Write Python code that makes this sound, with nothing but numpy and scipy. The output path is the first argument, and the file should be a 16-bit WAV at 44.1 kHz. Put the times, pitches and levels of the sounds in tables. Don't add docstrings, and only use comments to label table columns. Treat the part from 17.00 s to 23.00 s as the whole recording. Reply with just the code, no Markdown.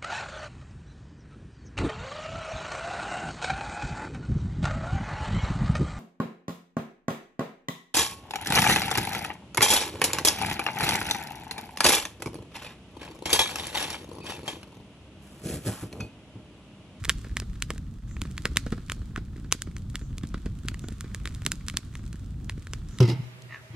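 import sys
import numpy as np
from scipy import signal
from scipy.fft import rfft, irfft, next_fast_len
from scipy.io import wavfile
from scipy.ndimage import uniform_filter1d

SR = 44100
rng = np.random.default_rng(int(sys.argv[2]) if len(sys.argv) > 2 else 0)


def unload_audio(sound):
    columns = np.transpose(np.atleast_2d(sound))
    steps = np.round(np.clip(columns, -1, 1) * 32767)
    wavfile.write(sys.argv[1], SR, steps.astype(np.int16))


N = 264732
TIME = np.arange(N) / SR

# time_s, level_db
BOILING = [(0.0, -59), (0.08, -61), (0.98, -66.5), (1.49, -60), (2.29, -65.5), (3.68, -64), (3.78, -62.5),
           (4.39, -60.5), (5.5, -65.5), (6.0, -60.5)]


def from_db(db):
    return 10 ** (np.asarray(db) / 20)


def rms_one(x):
    return x / np.sqrt(np.mean(x ** 2) + 1e-20)


def in_time(rows):
    return np.interp(TIME, *np.transpose(rows))


def at_hz(points, hz):
    table_hz, values = np.array(points).T
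    return np.interp(np.log(hz + 1e-3), np.log(table_hz), values)


def add(out, s, sound):
    start = int(np.clip(round(s * SR), 0, N - 1))
    out[start:start + len(sound)] += sound[:N - start]


def drift(rate):
    knots = rng.standard_normal(4096)
    return np.interp(TIME * rate, np.arange(len(knots)), knots)


def stereo_noise(spectrum):
    # frequency_hz, correlation
    ear_likeness = [(60, 0.99), (300, 0.98), (650, 0.69), (1400, 0.7), (3100, 0.48), (6800, 0.12),
                    (15000, 0.23)]
    hz = np.fft.rfftfreq(N, 1 / SR)
    mid, side = rfft(rng.standard_normal((2, N)))
    alike = np.clip(at_hz(ear_likeness, hz), -1, 1)
    pair = np.sqrt(1 + alike) * mid + np.sqrt(1 - alike) * side * [[1], [-1]]
    return rms_one(irfft(pair * from_db(at_hz(spectrum, hz)), N))


def echoes(x, spectrum, t60, onset_s):
    tail = stereo_noise(spectrum) * from_db(-60 * TIME / t60) * (1 - np.exp(-TIME / onset_s))
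    tail /= np.sqrt(np.sum(tail ** 2) / 2)
    return signal.fftconvolve(x[None], tail[:, :2 * SR], axes=1)[:, :N]


def pulse(spectrum, detail_db=0, size=512):
    level_db = at_hz(spectrum, np.fft.rfftfreq(size, 1 / SR)) + detail_db
    cepstrum = irfft(np.log(from_db(level_db)))
    cepstrum[1:size // 2] *= 2
    cepstrum[size // 2 + 1:] = 0
    return irfft(np.exp(rfft(cepstrum)))


def reflections(scatter_db=-4.0, scatter_s=0.00087, size=512, order=15):
    paths = rng.standard_normal(size) * (rng.random(size) < .25) * np.exp(-np.arange(size) / SR / scatter_s)
    paths[:6] = 0
    paths *= from_db(scatter_db) / np.linalg.norm(paths)
    paths[0] = 1
    ripple = np.abs(rfft(paths))
    broad_colour = np.sqrt(uniform_filter1d(ripple ** 2, size=order))
    return 20 * np.log10(ripple / broad_colour + 1e-3)


def burst(knock_db, bite_db, snap_db, ring_hz, ring_db=7.0, ring_octaves=0.27, lag_hz=2400, size=512):
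    shape = [(60, knock_db - 11), (400, knock_db - 1.5), (780, knock_db - 12.5),
             (1100, -1.5), (1800, -1.2), (3200, bite_db - 3.5),
             (5100, (bite_db + snap_db) / 2 - 3.5), (7400, snap_db + 0.5),
             (10800, snap_db - 5.5), (12500, snap_db - 10.5), (16000, snap_db - 26.0)]
    detune = np.log2((np.fft.rfftfreq(size, 1 / SR) + 1) / ring_hz) / ring_octaves
    resonance_db = ring_db / (1 + detune ** 2)
    sound = pulse(shape, resonance_db + reflections())
    poles = signal.butter(2, lag_hz, fs=SR)[1]
    return signal.lfilter(poles[::-1], poles, sound)


def flames():
    # frequency_hz, level_db
    rumble_spectrum = [(15, -12.5), (28, 0), (48, 5), (100, 1), (150, -3), (210, -8), (300, -16.5),
                       (420, -30), (600, -36), (900, -38.5), (2500, -61)]
    # deepest_s, depth_db, half_width_s (to 1/e of the depth in dB)
    level_dips = [(0.0, 12, 0.0099), (1.016, 16, 0.0083), (2.575, 10, 0.035), (3.42, 6.5, 0.019),
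                  (3.97, 6, 0.057), (4.804, 20, 0.022), (5.64, 6, 0.059)]
    rumble_db, swell_db, swells_per_s = -36, 1.5, 18.0
    dip_db = sum(depth_db * np.exp(-((TIME - s) / width_s) ** 2) for s, depth_db, width_s in level_dips)
    level_db = rumble_db + swell_db * drift(swells_per_s) - dip_db
    return stereo_noise(rumble_spectrum) * from_db(level_db)


def sizzle(level_db=2.0, flicker_db=1.1):
    # frequency_hz, level_db
    hiss_spectrum = [(400, -0.5), (800, -8), (1250, 3), (2100, -8), (3500, -3.5), (4900, -9), (7800, -9.5),
                     (9800, -14), (11000, -21.5), (13000, -17.5), (16000, -52)]
    flicker = flicker_db * drift(22.98)
    return stereo_noise(hiss_spectrum) * from_db(in_time(BOILING) + level_db + flicker)


def crackle(level_db=-34.0, spread_db=4.0, bite_db=-3.5, colour_db=8.5, count=480):
    out = np.zeros(N)
    boiling = np.cumsum(from_db(2 * in_time(BOILING)))
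    for when, chance, tint, pitch in rng.random((count, 4)):
        bright_db = colour_db * (2 * tint - 1)
        excess_db = spread_db * min(-np.log(chance + 1e-9), np.pi)
        size_db = level_db + excess_db - bright_db / 2
        s = np.searchsorted(boiling, when * boiling[-1]) / SR
        snap_db = bite_db + 2 * bright_db - 5.5
        ring_hz = 1500 * 2 ** (2 * pitch)
        add(out, s, from_db(size_db) * burst(-24.0, bite_db + bright_db, snap_db, ring_hz))
    return out


def pops(level_db=1.57):
    # start_s, crack_db (near 1.5 kHz, before level_db), bright_db (7.5 kHz re crack),
    # ring_hz (splinter), knock_db (low mids re crack)
    pop_events = [(0.0401, -7.5, -10, 1500.0, -14.0), (0.0486, -6, -5.5, 3540, -1),
                  (0.053, -3, -6, 1800, 0), (0.0952, 13, -6.5, 3000.0, -17.5),
                  (0.0994, 11, -16.5, 3180.0, -7.5), (0.369, 6, -11, 2500, -2.5),
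                  (0.4, -6, -4.0, 5200, 1.5), (0.6233, 4.5, -5.5, 3180.0, -10.5),
                  (0.7048, 2.5, -11, 1420, 3.5), (0.78, -16.5, -2.5, 1600, -8),
                  (1.167, -9.0, -23, 2380.0, 0), (1.2173, -2.5, -6, 3300, 3.5),
                  (1.313, -29.5, 6, 2700, -10), (1.3796, 1, -14.5, 3630, -9), (1.455, 13, -16.5, 4460, -15),
                  (1.5607, -7.5, -8, 3200, 9), (1.5707, 12.5, -6, 2710, -7),
                  (1.8983, 3.5, -15.5, 2930, -5.5), (1.9196, 0.5, -4.5, 1510, 0.5),
                  (2.1611, 4, -23.5, 1480, -11), (2.5133, -12, -13, 3170, -6), (2.5248, 12, -4, 6470, -1.5),
                  (2.6203, -7, 4.0, 1490, -5), (2.7661, -7.5, -15, 5960, -8), (2.956, -0.5, -7, 3150, -14),
                  (3.1821, -14, 0.0, 3370.0, 5), (3.685, 4.5, -11, 3600, -17),
                  (3.7436, -10, -10.5, 2100, 0), (3.794, -25.5, 7.5, 3170, -8),
                  (3.8855, -20, 5.5, 3400, 23), (4.0086, -10, 0.5, 1450, -13.0),
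                  (4.147, -5.5, -2.5, 1680.0, 2.5), (4.2562, 0.5, -14, 3500, -0.5),
                  (4.2748, -1.5, -14.0, 4160, -3.5), (4.3484, -23.5, 6, 3850, -10),
                  (4.42, -15, -9, 1510, 11), (4.4512, -15, -1.5, 5660.0, -17.0),
                  (4.4643, 5.0, -2, 3140, -22), (4.5185, 1.5, 0.5, 1450, -6), (4.6842, 1.0, -7, 4850, -12),
                  (4.6989, -4, -9, 3320, -14), (4.771, 5, -3, 4440, -11), (4.9538, -8.5, -11.5, 2130, -2),
                  (5.1295, -19, 0, 1490, 1), (5.4962, 1.5, -14.5, 3480, -3),
                  (5.6702, -11, -11.5, 1640, 3.0), (5.735, 0.5, -13, 6460, -2.5),
                  (5.9869, -9.5, -6, 3720, -23)]
    bite_base_db, bite_per_db = 3.24, 0.5748
    sent_db, sent_per_db = -7.5, -0.3
    fore_crack_db, fore_crack_s = -22, 0.005
    step_db, step_s = -7.5, 0.0005
    chip_db, chip_s = -36, 0.026
    direct, sent = np.zeros((2, N))
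    timings = rng.uniform(.5, 1.2, (len(pop_events), 3))
    for (s, crack_db, bright_db, ring_hz, knock_db), (early, step, late) in zip(pop_events, timings):
        colour = bite_base_db + bite_per_db * bright_db, bright_db, ring_hz
        main = from_db(crack_db + level_db) * burst(knock_db, *colour)
        fore_crack = from_db(crack_db + fore_crack_db) * burst(-3.0, *colour)
        add(direct, s - fore_crack_s * early, fore_crack)
        add(direct, s, main)
        second_step = from_db(crack_db + step_db) * burst(-12.5, *colour)
        add(direct, s + step_s * step, second_step)
        chip = from_db(crack_db + chip_db) * burst(-9.0, 4.0, -1.0, 4700)
        add(direct, s + chip_s * late, chip)
        away_db = crack_db + sent_db + sent_per_db * bright_db
        add(sent, s, from_db(away_db) * burst(knock_db, *colour, ring_db=1.0))
    return direct, sent


def puff(whump_db, spit_db, spit_s, split_db=12.5, whump_s=0.001, lead_s=.0048, size=4096):
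    t = np.arange(size) / SR
    swell = (t - lead_s) / whump_s
    whump = -swell * np.exp((1 - swell ** 2) / 2)
    colour = pulse([(150, -7.5), (420, 2.5), (850, -14.5), (1400, -5.0),
                    (2600, -17.5), (5000, -22.5), (15000, -55)])
    crumbs = rng.standard_normal(size) * (rng.random(size) < .1)
    jet_noise = rms_one(np.convolve(crumbs, colour)[:size])
    spit = jet_noise * (1 - np.exp(-t / 0.00053)) * np.exp(-t / spit_s)
    sound = from_db(whump_db) * whump + from_db(spit_db + 7.5) * spit
    add(sound, 0, from_db(spit_db + split_db) * burst(-11.0, 7.0, 1.0, 1470))
    return sound, lead_s


def puffs(flutter_db=-47.0, spit_db=-22.0, spread_db=7.0, count=100):
    # whump_centre_s, whump_db, spit_db (before the gains in puff)
    jet_ignitions = [(0.249, -44, -42.5), (0.272, -32.5, -47), (0.424, -31.5, -41.5), (0.71, -36, -38),
                     (0.764, -42, -51), (1.222, -24.5, -50.5), (1.257, -31, -43.5), (1.458, -23.5, -32),
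                     (1.573, -22.5, -51), (1.669, -21.5, -37.5), (1.7265, -16.5, -32.5),
                     (1.735, -28, -39.5), (2.18, -23, -37), (2.366, -36, -52), (2.551, -29.5, -47),
                     (3.239, -20, -37.5), (3.346, -21.5, -37.5), (3.464, -21.5, -36), (3.891, -32.5, -51.5),
                     (4.047, -34.5, -46.5), (4.471, -26, -39.5), (4.7447, -28, -43.5)]
    spit_decay_s = 0.0047
    out, weak = np.zeros(N), []
    for when, chance, spitting in rng.random((count, 3)):
        whump_db = flutter_db + spread_db * min(-np.log(chance + 1e-9), np.e)
        weak_spit_db = whump_db + spit_db + spread_db * (2 * spitting - 1)
        weak.append((when * N / SR, whump_db, weak_spit_db))
    for s, *jet in list(jet_ignitions) + weak:
        sound, lead_s = puff(*jet, spit_decay_s)
        add(out, s - lead_s, sound)
    return out


def bird(level_db=-0.5, rise_s=0.0091, sweep_hz=1800, buzz_per_s=170.0):
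    # start_s, level_db (before the call gain), top_pitch_hz
    bird_calls = [(1.068, -55, 7870), (2.976, -58, 7730), (3.796, -57, 7770), (4.914, -63, 7500),
                  (5.882, -56, 7450)]
    call_s, forest_t60 = .07, .35
    out, t = np.zeros(N), np.arange(int(call_s * SR)) / SR
    for s, call_db, top_hz in bird_calls:
        buzz_hz = sweep_hz * np.abs(signal.sawtooth(2 * np.pi * buzz_per_s * t))
        hz = top_hz - 900 * np.exp(-t / rise_s) - buzz_hz
        whistle = np.sin(2 * np.pi * np.cumsum(hz) / SR) * signal.windows.tukey(len(t), .3)
        add(out, s, from_db(call_db + level_db) * whistle)
    return echoes(out, [(1000, 0), (16000, 0.012)], t60=forest_t60, onset_s=0.00074)


def both_ears(x):
    # frequency_hz, phase_rad
    left_lag = [(100, 0.05), (400, 0.2), (1000, 0.41), (2500, 0.61), (4200, 0.93), (6000, 1.64),
                (8500, 0.96), (12000, 2.54), (16000, 1.04)]
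    lag = at_hz(left_lag, np.fft.rfftfreq(N, 1 / SR))
    return np.array([irfft(rfft(x) * np.exp(-1j * lag), N), x])


def scene():
    direct, sent = pops()
    small = crackle() + puffs()
    near, sent = direct + small, sent + small
    litter_spectrum = [(200, -5.5), (1200, -6.0), (4000, 1.5), (15000, 0)]
    litter = from_db(-9.0) * echoes(sent, litter_spectrum, t60=0.067, onset_s=0.0083)
    tree_spectrum = [(200, 2.0), (1500, -13.5), (4000, 2.0), (8000, -7), (15000, -10.0)]
    trees = from_db(-19.0) * echoes(sent, tree_spectrum, t60=0.56, onset_s=0.0057)
    return both_ears(near) + litter + trees + flames() + sizzle() + bird()


def record(dry):
    # frequency_hz, lead_db
    right_lead = [(80, 0), (300, 1.55), (700, 2.5), (1300, 2), (2400, .4), (4600, -0.3), (8000, 6.5),
                  (10000, 0), (12000, 7), (16000, 6.5)]
    cutoff_hz = 16100
    size = next_fast_len(N + 2048)
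    lead_db = at_hz(right_lead, np.fft.rfftfreq(size, 1 / SR))
    sides = from_db(lead_db / 2 * [[-1], [1]])
    balance = sides / sides.mean(axis=0)
    heard = irfft(rfft(dry, size) * balance, size)[:, :N]
    low_pass = signal.ellip(10, .1, 70, cutoff_hz, fs=SR, output="sos")
    return signal.sosfilt(low_pass, np.clip(heard, -1, 1))


dry = scene()
out = record(dry)
unload_audio(out)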